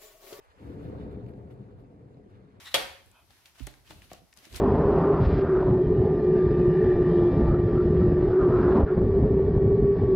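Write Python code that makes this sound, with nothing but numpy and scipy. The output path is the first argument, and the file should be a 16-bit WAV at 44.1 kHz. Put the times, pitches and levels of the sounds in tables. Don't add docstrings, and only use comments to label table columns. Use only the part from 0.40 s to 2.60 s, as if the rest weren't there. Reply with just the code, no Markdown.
import sys
import numpy as np
from scipy import signal
from scipy.fft import rfft, irfft, next_fast_len
from scipy.io import wavfile
from scipy.ndimage import uniform_filter1d, map_coordinates

SR = 44100
rng = np.random.default_rng(int(sys.argv[2]) if len(sys.argv) > 2 else 0)


def nominal_scale(level):
    x = np.asarray(level, float) / 20
    return 10 ** x


def pcm_store(signal):
    levels = np.round(np.clip(np.atleast_2d(signal), -1, 1) * 32767)
    wavfile.write(sys.argv[1], SR, levels.astype(np.int16).T)


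N = 97020

# f/Hz, level/dB per Hz
WIND_COLOUR = [(12, -61), (20, -12.5), (81, -3.5), (189, -33.5), (300, -20), (390, -36), (660, -120)]
# t/s, level/dB
SLUSH_LEVEL = [
    (0.0, -82),
    (0.37, -80.5),
    (0.7, -89),
    (1.68, -90),
    (2.2, -89.5),
]
# f/Hz, level/dB per Hz
SLUSH_COLOUR = [(230, -22.5), (430, 1), (800, -2), (1850, -7), (3640, -17.5), (5600, -22), (12500, -29.5),
                (15600, -35)]
# f/Hz, likeness/0..1
ICE_ALIKE = [(500, .58), (2000, .55), (5000, .42), (9000, .2), (13000, .3)]
# t/s, peak level/dB, f/Hz, length/cycles
TICKS = [(.3865, -71, 2480, 1), (.8645, -59.5, 2450, 1.3), (.8647, -77, 1100, 0.92), (.865, -74, 9500, 1.4),
         (.937, -69.5, 3000, 1.4), (.9372, -61, 1300, 1.1), (1.1402, -71, 3500, 1.1),
         (1.058, -80, 11000, 1.5), (.974, -73, 10000, 1.7), (1.1024, -81, 2500, 1),
         (1.117, -79, 5960, 0.75), (1.14, -67.5, 12000, 1.7), (1.5625, -73, 2480, 1),
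         (1.7444, -80, 4000, 14), (1.594, -62, 700, 1.5), (1.772, -57, 600, 1.7), (1.797, -65, 500, 3.3),
         (1.862, -57.5, 376, 6.9), (1.552, -71, 403, 6.3), (1.9, -81, 4800, 4.35), (1.954, -75, 3600, 7.3)]
# t/s, length/s, level/dB, treble lift/dB
SCRAPES = [(0.025, 0.043, -74, 7), (0.163, 0.21, -67.5, -2.5), (0.374, 0.16, -64.5, -4),
           (0.572, 0.1, -62.5, -16), (0.7, 0.046, -70.5, 1), (0.874, 0.033, -67.5, -2),
           (0.895, 0.037, -82, 12), (1.004, 0.031, -87.5, 18), (1.098, 0.041, -65, -3),
           (1.202, 0.023, -78, -1), (1.228, 0.025, -74, -9), (1.301, 0.027, -73, -9), (1.38, 0.052, -75, 3),
           (0.096, 0.034, -68, -8), (1.898, 0.028, -75, -3), (1.916, 0.091, -71.5, -9)]
# f/Hz, level/dB per Hz
SCRAPE_COLOUR = [(500, -52), (1200, 3), (1800, 1), (2800, -7.5), (4400, -16), (5500, -23), (12500, -15),
                 (15600, -27)]
# f/Hz, width/Hz, level/dB
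GRIT_RINGS = [(2930, 90, 2), (3620, 230, 5.5), (4330, 100, 6.5)]
# t/s, hull pressure level/dB, crushing level/dB
GRIND = [(0.0, -87, -84), (0.16, -56.5, -84), (0.22, -48, -76), (0.3, -43.5, -67.5), (0.39, -41, -69),
         (0.56, -39.5, -64.5), (0.73, -40, -66.5), (0.88, -43.5, -73.5), (1.15, -49, -75.5),
         (1.21, -48.5, -74), (1.31, -51.5, -75.5), (1.45, -51.5, -76), (1.51, -53, -82.5), (1.6, -52, -80),
         (1.79, -53, -82), (1.9, -56, -77.5), (2.0, -54, -75), (2.12, -58, -77.5), (2.2, -54.5, -74)]
# f/Hz, level/dB per Hz
CRUNCH_COLOUR = [(650, -23), (1100, 4), (1970, -6), (3210, -20), (3570, -21.5), (3980, -19), (4270, -20.5),
                 (6000, -38.5), (7800, -64), (13200, -120)]
# f/Hz, width/Hz, level/dB
CRUNCH_RINGS = [(3600, 230, 4.5), (4200, 130, 0), (2430, 66, -12)]
# t/s, peak level/dB, f/Hz, length/s
BOOMS = [(.054, -66, 478, .025), (.234, -52, 300, .054), (.24, -49, 120, .04), (.285, -42, 72, .055),
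         (.299, -43, 286, .06), (.345, -45, 75, .04), (.355, -46, 135, .03), (.4, -45, 100, .04),
         (.41, -46, 420, .06), (.425, -41, 155, .04), (.47, -42, 115, .04), (.47, -46, 280, .07),
         (.495, -38, 80, .06), (.56, -41, 128, .04), (.578, -38, 74, .07), (.645, -40, 124, .05),
         (.66, -45, 70, .05), (.7, -45, 90, .05), (.717, -44, 420, .066), (.76, -40, 124, .05),
         (.77, -42, 68, .05), (.79, -48, 500, .05), (.855, -37, 120, .08), (.92, -47, 90, .04),
         (1.0, -43, 118, .07), (1.06, -45, 85, .04), (1.131, -51, 429, .06), (1.14, -44, 125, .05),
         (1.205, -42, 125, .045), (1.215, -44, 195, .04), (1.265, -47, 105, .045), (1.345, -46, 100, .07),
         (1.4, -48, 122, .05), (1.42, -54, 60, .05), (1.455, -51, 110, .035), (1.56, -54, 90, .04),
         (1.625, -48, 120, .05), (1.668, -47, 130, .03), (1.74, -49, 120, .035), (1.77, -51, 150, .035),
         (1.81, -53, 90, .035), (1.85, -55, 200, .05), (1.935, -48, 112, .04), (1.975, -50, 105, .04),
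         (2.02, -53, 125, .04), (2.06, -50, 155, .035), (2.185, -49, 100, .035)]
# f/Hz, level/dB per Hz
HULL_COLOUR = [(18, -47), (35, -8), (60, -2), (115, -1.5), (230, -7), (500, -11.5), (560, -17.5),
               (950, -32), (1300, -42), (2500, -65)]
# f/Hz, width/Hz, level/dB
PLATES = [(74, 14, -8), (122, 22, -6), (195, 25, -2), (286, 12, 3), (418, 10, 4), (497, 10, 1),
          (720, 60, 0), (900, 45, 3)]
# f/Hz, likeness/0..1
HULL_ALIKE = [(40, .82), (130, .94), (300, .9), (550, .58), (1200, .15)]
# f/Hz, extra left level/dB
HULL_LEAN = [(35, -4.5), (70, 1.1), (280, 1), (600, -0.5)]

HULL_LAG_S, ICE_LAG_S = -0.00016, 0.000431


def unit(x):
    return x / np.sqrt(np.mean(x ** 2) + 1e-20)


def along(points, hz):
    f, v = np.transpose(points)
    return np.interp(np.log(hz + 1), np.log(f + 1), v)


def curve(rows, column=1):
    table = np.transpose(rows)
    return np.interp(np.arange(N) / SR, table[0], table[column])


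def wobble(rate):
    return map_coordinates(rng.standard_normal(N // 100), [np.arange(N) * rate / SR])


def filtered(x, response):
    m = next_fast_len(N + SR // 2)
    return irfft(rfft(x, m) * response(np.fft.rfftfreq(m, 1 / SR)), m)[..., :N]


def ringing(f, peaks):
    return 1 + sum(nominal_scale(db) * 1j * f * w / (c * c - f * f + 1j * f * w) for c, w, db in peaks)


def even(x, over_s=.08):
    size = round(over_s * SR)
    power = uniform_filter1d(np.mean(x ** 2, axis=0), size=size)
    power = uniform_filter1d(power, size=size)
    return unit(x / np.sqrt(np.abs(power) + 1e-20))


def patchy(depth_db, grains_per_s=None, spread_db=0):
    x = rng.standard_normal((2, N))
    if grains_per_s:
        struck = rng.random((2, N)) < grains_per_s / SR
        x = x * struck * nominal_scale(spread_db * rng.exponential(size=(2, N)))
    z = signal.stft(x, nperseg=512)[2]
    field = uniform_filter1d(rng.standard_normal(z.shape[1:]), size=6, axis=0)
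    field = uniform_filter1d(field, size=5, axis=1)
    return signal.istft(z * nominal_scale(depth_db * unit(field)), nperseg=512)[1][:, :N]


def heard(pair, colour, alike, lag_s):
    def turn(hz):
        return np.arccos(np.clip(along(alike, hz), -1, 1)) / 2

    def gain(hz):
        return colour(hz) * np.exp(np.outer([-1j, 1j], np.pi * hz * lag_s))

    shared = filtered(pair[0], lambda hz: gain(hz) * np.cos(turn(hz)))
    opposed = filtered(pair[1], lambda hz: gain(hz) * np.sin(turn(hz)) * [[1], [-1]])
    return unit(shared + opposed)


def wind():
    puffs = heard(patchy(1.5), lambda f: nominal_scale(along(WIND_COLOUR, f)), [(50, .05)], 0)
    gusts_db = 2.5 * np.array([wobble(22), wobble(22)])
    return even(puffs) * nominal_scale(-66.5 + gusts_db)


def slush():
    hiss = heard(patchy(1.6), lambda f: nominal_scale(along(SLUSH_COLOUR, f)), ICE_ALIKE, ICE_LAG_S)
    flutter_db, whole_band_db = .7 * wobble(30), 17
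    return even(hiss) * nominal_scale(curve(SLUSH_LEVEL) + whole_band_db + flutter_db)


def ticks():
    out, t = np.zeros(N + SR), np.arange(SR // 50) / SR
    for start, db, hz, cycles in TICKS:
        decay = np.exp(-2.3 * t * hz / cycles)
        out[round(start * SR):][:len(t)] += nominal_scale(db + 14.0) * np.sin(2 * np.pi * hz * t) * decay
    left = np.roll(out, round(ICE_LAG_S * SR))[:N] * nominal_scale(.8)
    return np.array([left, out[:N]])


def scrapes():
    t, out = np.arange(N) / SR, np.zeros((2, N))
    for start, length, db, lift_db in SCRAPES:
        def colour(f):
            treble_db = lift_db * np.clip(f / 6000 - .7, 0, 1)
            return nominal_scale(along(SCRAPE_COLOUR, f) + treble_db) * ringing(f, GRIT_RINGS)

        grit = heard(patchy(1.8, 6000, 1.4), colour, ICE_ALIKE, ICE_LAG_S)
        out += nominal_scale(db) * grit * np.sin(np.pi * np.clip((t - start) / length, 0, 1) ** 0.83)
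    return out


def crunch():
    def colour(f):
        return nominal_scale(along(CRUNCH_COLOUR, f)) * ringing(f, CRUNCH_RINGS)

    grains = heard(patchy(2.2, grains_per_s=2500, spread_db=1.1), colour, ICE_ALIKE, ICE_LAG_S)
    return even(grains) * nominal_scale(3.5 + curve(GRIND, column=2))


def booms():
    t = np.arange(N) / SR
    drift = .04 * np.outer([1, -1], wobble(25))
    out = np.zeros((2, N))
    for centre, db, hz, length in BOOMS:
        swell = np.exp(-(2 * (t - centre) / length) ** 2)
        cycles = hz * t + rng.random() + .09 * wobble(40) + drift
        out += nominal_scale(db) * swell * np.sin(2 * np.pi * cycles)
    return np.array([out[0], np.roll(out[1], round(-HULL_LAG_S * SR))])


def rumble():
    push = patchy(1.2)
    knocks = unit(patchy(1.2, grains_per_s=300, spread_db=2))
    shoves = (push + .45 * knocks) * nominal_scale(.9 * wobble(30) + 1.3 * wobble(70))

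    def plates(f):
        return nominal_scale(along(HULL_COLOUR, f)) * ringing(f, PLATES)

    def bass(f):
        return 1 / (1 + (f / 190) ** 4)

    deep = heard(shoves, lambda f: plates(f) * bass(f), HULL_ALIKE, HULL_LAG_S)
    body = heard(shoves, lambda f: plates(f) * (1 - bass(f)), HULL_ALIKE, HULL_LAG_S)
    ring = nominal_scale(-6.5) * even(deep, over_s=.03) + nominal_scale(-3) * even(body)
    contact_s, rise_s, before_db = .16, .05, -14
    before = np.clip(1 - (np.arange(N) / SR - contact_s) / rise_s, 0, 1)
    return ring * nominal_scale(curve(GRIND) + .5) * nominal_scale(before_db * before)


def hull():
    plating = rumble() + booms()
    crushing = crunch()
    leaning = filtered(plating, lambda f: nominal_scale(np.outer([.5, -.5], along(HULL_LEAN, f))))
    left_db = 2.5 * np.interp(np.arange(N) / SR, [1.3, 1.5, 1.9, 2.1], [0.58, 0.23, 0.38, 1.0])
    return leaning * nominal_scale(np.outer([.5, -.5], left_db)) + crushing


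def scene():
    return hull() + slush() + scrapes() + ticks() + wind()


def roll_off(x):
    return signal.sosfilt(signal.butter(12, 15600, fs=SR, output="sos"), x)


def record(dry):
    hz, _, z = signal.stft(dry, SR, nperseg=2048)
    in_treble = (hz > 9500) & (hz < 11800)
    treble = np.sum(np.abs(z[:, in_treble]) ** 2, axis=(0, 1))
    treble_db = 10 * np.log10(treble + 1e-20)
    burst_db = np.maximum(treble_db - uniform_filter1d(treble_db, size=13) - 2.2, 0)
    base_hz = 12000
    edge = base_hz + 500 * burst_db + 400 * np.maximum(treble_db + 89, 0)
    edge = edge + 300 * rng.standard_normal(len(edge)) * np.clip((edge - base_hz) / 1000, 0, 1)
    lines = np.repeat(rng.random((len(hz) // 4 + 1, len(edge))), 4, axis=0)[:len(hz)]
    share = .5
    z = z * np.where(hz[:, None] < 13000, 1, (lines < share) / np.sqrt(share))
    mix = signal.istft(z * (hz[:, None] < edge), SR, nperseg=2048)[1][:, :N]
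    return roll_off(mix)


dry = scene()
out = record(dry)
pcm_store(out)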